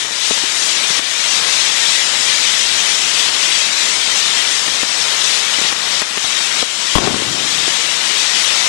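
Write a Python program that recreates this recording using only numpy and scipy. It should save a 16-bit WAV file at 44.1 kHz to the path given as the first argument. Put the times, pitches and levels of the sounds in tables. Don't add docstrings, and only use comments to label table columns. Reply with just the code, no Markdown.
import sys
import numpy as np
from scipy import signal
from scipy.fft import rfft, irfft, next_fast_len
from scipy.io import wavfile
from scipy.ndimage import uniform_filter1d, minimum_filter1d

SR = 44100
rng = np.random.default_rng(int(sys.argv[2]) if len(sys.argv) > 2 else 0)


def file_out(sig):
    cols = np.atleast_2d(sig).T
    lim = np.clip(cols, -1, 1)
    pcm = np.round(lim * 32767).astype(np.int16)
    wavfile.write(sys.argv[1], SR, pcm)


N = 382788
TIME = np.arange(N) / SR
SALUTE_S = 6.9545


def from_db(db):
    return 10 ** (np.asarray(db) / 20)


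def rms_one(x):
    return x / np.sqrt(np.mean(x ** 2) + 1e-20)


def in_time(curve):
    return np.interp(TIME, *np.transpose(curve))


def at_hz(points, hz, column=1):
    points = np.array(points)
    return np.interp(np.log(hz + 1e-9), np.log(points[:, 0]), points[:, column])


def cut(x, hz, kind, order=2):
    return signal.sosfilt(signal.butter(order, hz, kind, fs=SR, output="sos"), x + 1e-18)


def coloured(x, spectrum):
    size = next_fast_len(N)
    hz = np.arange(size // 2 + 1) * SR / size
    shaped = rfft(x, size) * from_db(at_hz(spectrum, hz))
    return rms_one(irfft(shaped, size)[:N])


def drift(rate_hz):
    step, settle = 40, 2000
    pole = np.exp(-2 * np.pi * rate_hz * step / SR)
    noise = rng.standard_normal(N // step + settle + 2)
    slow = signal.lfilter([1], [1, -2 * pole, pole * pole], noise)[settle:]
    return np.interp(np.arange(N) / step, np.arange(len(slow)), rms_one(slow))


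def kicks(shots):
    out = np.zeros(N)
    for s, db in shots:
        out[round(s * SR)] = from_db(db)
    return out


def fading(shots, decay_s):
    return signal.lfilter([1], [1, -np.exp(-1 / (decay_s * SR))], kicks(shots) + 1e-18)


def flames():
    # t/s, relative level/dB
    rush_levels = [(0.0, -32.5), (0.45, -30), (0.8, -28), (2.1, -28), (2.4, -28.5), (5.5, -27.5),
                   (6.9, -28.5), (7.4, -29.5), (8.68, -27)]
    # f/Hz, relative density/dB
    rush_colour = [(20, -70), (45, -22), (70, -11.5), (105, -17.5), (170, -7), (280, -5.5), (500, -3),
                   (850, -1), (1020, 1), (1400, 1), (1900, -1), (3500, -17)]
    rush = coloured(rng.standard_normal(N), rush_colour)
    deep = signal.sosfiltfilt(signal.butter(2, 110, fs=SR, output="sos"), rush)
    level_db = in_time(rush_levels) + 6.0 + 0.55 * drift(15.0)
    deep_db = 2.5 + 2.0 * drift(2.2)
    return from_db(level_db) * (rush - deep + deep * from_db(deep_db))


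def sparks(per_s, spread_db):
    sizes = from_db(spread_db * np.minimum(rng.exponential(1, N), 5))
    signs = rng.choice([-1, 1], N)
    return rms_one(sizes * signs * (rng.random(N) < per_s / SR))


def sputter(x, depth_db, size=1024):
    frames = signal.stft(x, nperseg=size)[2]
    across_bands = uniform_filter1d(rng.standard_normal(frames.shape), size=3, axis=0)
    flutter = rms_one(uniform_filter1d(across_bands, size=4, axis=1))
    return signal.istft(frames * from_db(depth_db * np.minimum(flutter, 1)), nperseg=size)[1][:N]


def wheel(typical_turns_per_s, swing_db, typical_echo_ms, sway_ms, echo_share):
    turns_per_s = typical_turns_per_s * rng.uniform(.7, 1.3) * from_db(drift(0.96))
    angle = 2 * np.pi * (np.cumsum(turns_per_s) / SR + rng.random())
    jet = rng.standard_normal(N) * from_db(swing_db * np.sin(angle))
    delay_ms = typical_echo_ms * rng.uniform(.7, 1.3) + sway_ms * np.cos(angle)
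    return jet + echo_share * np.interp(TIME - delay_ms / 1000, TIME, jet)


def jets():
    # t/s, relative level/dB
    hiss_levels = [(0.0, -17.5), (0.08, -22), (0.3, -16), (0.4, -17.5), (0.68, -17.5), (0.76, -16.5),
                   (1.04, -14.5), (1.2, -14.5), (1.34, -16), (1.42, -16.5), (1.52, -14), (1.64, -15),
                   (1.96, -13.5), (2.16, -16), (2.28, -14.5), (2.8, -15), (3.14, -16), (3.2, -14),
                   (3.32, -17), (3.46, -14), (3.64, -15), (3.74, -17), (3.82, -15), (4.04, -15.5),
                   (4.28, -14.5), (4.72, -17.5), (4.92, -15.5), (5.12, -17), (5.24, -14.5), (5.36, -15.5),
                   (5.46, -17.5), (5.56, -15.5), (5.7, -16), (5.78, -17.5), (5.97, -16), (6.12, -17),
                   (6.32, -15.6), (6.54, -17.5), (6.64, -14.5), (6.68, -17), (6.96, -16), (7.2, -16),
                   (7.36, -18), (7.76, -15.7), (8.0, -17), (8.08, -15), (8.2, -14.5), (8.3, -16),
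                   (8.38, -14), (8.68, -15.5)]
    # f/Hz, relative density/dB
    hiss_colour = [(900, -33), (1600, -11.5), (1900, -4), (2600, -3), (3200, -0.5), (3800, 0.3),
                   (4300, -3.5), (4900, -4), (5500, -3), (6600, -5.5), (7800, -7.5), (10000, -16.5),
                   (11800, -29), (13000, -59)]
    # t/s, relative level/dB
    treble_levels = [(0.0, -2), (0.3, -1.5), (0.45, -2), (0.68, 2), (0.8, -3), (0.88, -1), (1.0, -4),
                     (1.24, -2), (1.34, 0.5), (1.44, -3.5), (2.12, -2.5), (2.76, -3), (3.12, -1.6),
                     (3.68, -3.5), (3.72, -2), (4.0, -3.5), (4.28, -4), (4.56, -0.5), (4.72, -3),
                     (5.36, -2), (5.8, -4), (6.6, -2.5), (8.24, -3.5), (8.68, -2.5)]
    gas = sum(wheel(typical_turns_per_s=2.8, swing_db=0.28, typical_echo_ms=4.0, sway_ms=0.349,
                    echo_share=0.95) for _ in range(3))
    gas = rms_one(sputter(gas, depth_db=3.5)) * from_db(0.2 * drift(42))
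    hiss = coloured(gas + from_db(-11) * sparks(per_s=1100, spread_db=1.8), hiss_colour)
    body = signal.sosfiltfilt(signal.butter(3, 4900, fs=SR, output="sos"), hiss)
    treble = from_db(in_time(treble_levels) + 3.5 + 0.4 * drift(6.4)) * (hiss - body)
    turns_per_s, facing_s = 3.22, 0.092
    swell_db = 0.16 * np.cos(2 * np.pi * turns_per_s * (TIME - facing_s))
    return from_db(in_time(hiss_levels) + swell_db + 3.5) * (body + treble)


def crackle(shots, decay_s, band_hz):
    return fading(shots, decay_s) * rms_one(cut(rng.standard_normal(N), band_hz, "band", order=1))


def puff(s, cycle_ms, decay_cycles=0.4):
    out, start = np.zeros(N), round(s * SR)
    cycles = np.arange(min(N - start, SR // 20)) * 1000 / (SR * cycle_ms)
    out[start:start + len(cycles)] = np.cos(2 * np.pi * cycles) * np.exp(-cycles / decay_cycles)
    return out


def pops(ground_db, dull_hz, thin_hz):
    # t/s, wave level/dB, wave cycle/ms, shock front level/dB, ground echo delay/s
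    charges = [(0.048, -22, 3.5, -5, 0.0043), (0.1087, -20, 2.2, -6, 0.0042), (0.3095, -1, 2.9, -2, .0046),
               (0.3757, -22, 1.5, 1.5, 0.0042), (0.4376, -10, 3.7, -5, 0.0031),
               (0.904, -16, 7.5, 1, 0.0052), (0.9935, -8, 3, 8, .0033), (4.6793, -15, 3.6, 0, 0.0038),
               (4.8318, -4.5, 3.4, 3.5, .0039), (5.5866, -11, 3.4, -3, .0036), (5.615, -9, 3.2, 0, .0047),
               (5.647, -14, 4.6, -4, 0.0052), (5.7257, -23, 2, 5, .0037), (6.019, -6, 3, 10, 0.0048),
               (6.1742, -7, 2.8, 5.5, 0.0049), (6.2442, -13, 6, 2, 0.0026), (6.6272, 5, 2.2, 3.5, 0.004),
               (7.679, -4.5, 2.6, -9, .0028)]
    arrivals = [(s + late_s, wave_db + loss_db, cycle_ms, front_db + loss_db)
                for s, wave_db, cycle_ms, front_db, echo_s in charges
                for late_s, loss_db in ((0, 0), (echo_s, ground_db))]
    waves = sum(from_db(wave_db) * puff(s, cycle_ms) for s, wave_db, cycle_ms, _ in arrivals)
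    thumps = cut(cut(waves, dull_hz, "low"), thin_hz, "high", order=1)
    fronts = [(s, front_db) for s, _, _, front_db in arrivals]
    snaps = cut(fading(fronts, decay_s=0.00014), [600, 9000], "band", order=1)
    cracks = from_db(-19) * crackle(fronts, decay_s=0.0049, band_hz=[1200, 3000])
    return thumps + snaps + cracks


def street_roll(roll_db, near_db, houses_s, lumpy_db):
    # f/Hz, relative density/dB, t60/s
    street = [(30, -15, .55), (70, -6, 0.65), (140, -1.5, 1.9), (250, 2.5, 1.76), (600, -2.5, 1.18),
              (1200, -6.5, 1.4), (2500, -9.5, 0.95), (6000, -32, .3)]
    age = np.maximum(TIME - SALUTE_S, 0)
    octave_edges_hz = 25 * 2. ** np.arange(9)
    roll, power = 0, 0
    for low, high in zip(octave_edges_hz, octave_edges_hz[1:]):
        hz = np.sqrt(low * high)
        gain = from_db(at_hz(street, hz)) * np.sqrt(high - low)
        dying = np.exp(-np.log(1000) * age / at_hz(street, hz, column=2))
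        roll += gain * dying * rms_one(cut(rng.standard_normal(N), [low, high], "band"))
        power += gain ** 2
    build_db = near_db * np.clip(2 - 2 * age / houses_s, 0, 1)
    return (age > 0) * from_db(roll_db + build_db + lumpy_db * drift(40)) * roll / np.sqrt(power)


def scaffold_ring(clicks):
    # f/Hz, level/dB, t60/s
    modes = [(1084, -0.5, 0.023), (1280, -11, 0.0073), (3340, -5, 0.011)]
    out = np.zeros(N)
    for hz, db, t60 in modes:
        r, w = np.exp(-np.log(1000) / (t60 * SR)), 2 * np.pi * hz / SR
        out += from_db(db) * signal.lfilter([0, np.sin(w)], [1, -2 * r * np.cos(w), r * r], clicks + 1e-18)
    return out


def blast(s, length_ms):
    out, start, size = np.zeros(N), round(s * SR), length_ms * SR / 1000
    fall = 1 - 2 * np.arange(size) / size
    out[start:start + len(fall)] = fall
    return out


def salute():
    # t/s, wave level/dB, wave length/ms, relative crack level/dB
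    echoes = [(6.9632, -1, 3, -5), (6.973, -8, 16, 0), (6.982, 2, 1.1, 4.5), (6.9832, -4, 0.9, -8),
              (6.9861, 1, 2.4, -10), (6.9887, -4, 2.6, -14), (7.0735, 8, 1.1, -2), (7.076, 0, 1.47, -14),
              (7.08, -3, 2.6, -16), (7.108, -4, 3, -22), (7.143, -3, 2.7, -10), (7.163, -6, 2.1, -10),
              (7.221, -4, 1.9, -21)]
    shock = blast(SALUTE_S, length_ms=1.7)
    push = from_db(5) * blast(SALUTE_S + 0.0019, length_ms=6.5)
    returns = sum(from_db(db) * blast(s, ms) for s, db, ms, _ in echoes)
    waves = cut(shock + push + returns, 2200, "low")
    crack_s = SALUTE_S - .001
    knocks = [(crack_s, 6.5)] + [(s, crack_db) for s, _, _, crack_db in echoes]
    cracks = from_db(-11.5) * crackle(knocks, decay_s=0.0036, band_hz=[1600, 4280])
    tearing = crackle([(crack_s, -2)], decay_s=0.013, band_hz=[2600, 4000])
    age = np.maximum(TIME - SALUTE_S, 0)
    swing = from_db(-2) * np.sin(2 * np.pi * 44 * age) * np.exp(-age / 0.017)
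    return waves + cracks + tearing + scaffold_ring(kicks(knocks)) + swing


def gain_control(x, limit_db, max_duck_db, recovery_db_per_s):
    peak = -minimum_filter1d(-np.abs(x), size=22)
    over_db = np.clip(20 * np.log10(peak + 1e-9) - limit_db, 0, max_duck_db)
    recovered_db = recovery_db_per_s * TIME
    return from_db(recovered_db - np.maximum.accumulate(over_db + recovered_db))


def scene():
    bangs = pops(ground_db=-4.0, dull_hz=5500, thin_hz=70) + salute()
    roll = street_roll(roll_db=-8.0, near_db=-8, houses_s=0.064, lumpy_db=1.0)
    live = jets() + flames() + bangs + roll
    leak = from_db(-54) * np.diff(live, prepend=0)
    noise_floor = from_db(-81.5) * rms_one(cut(rng.standard_normal(N), 7000, "low", order=1))
    return np.array([live, leak + noise_floor])


def record(dry):
    ceiling, cutoff_hz = .97, 11650
    ducked = dry * gain_control(dry[0], limit_db=2, max_duck_db=5, recovery_db_per_s=14)
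    flattened = ducked / (1 + (ducked / ceiling) ** 10) ** (1 / 10)
    return signal.sosfilt(signal.ellip(10, .1, 80, cutoff_hz, fs=SR, output="sos"), flattened)


dry = scene()
out = record(dry)
file_out(out)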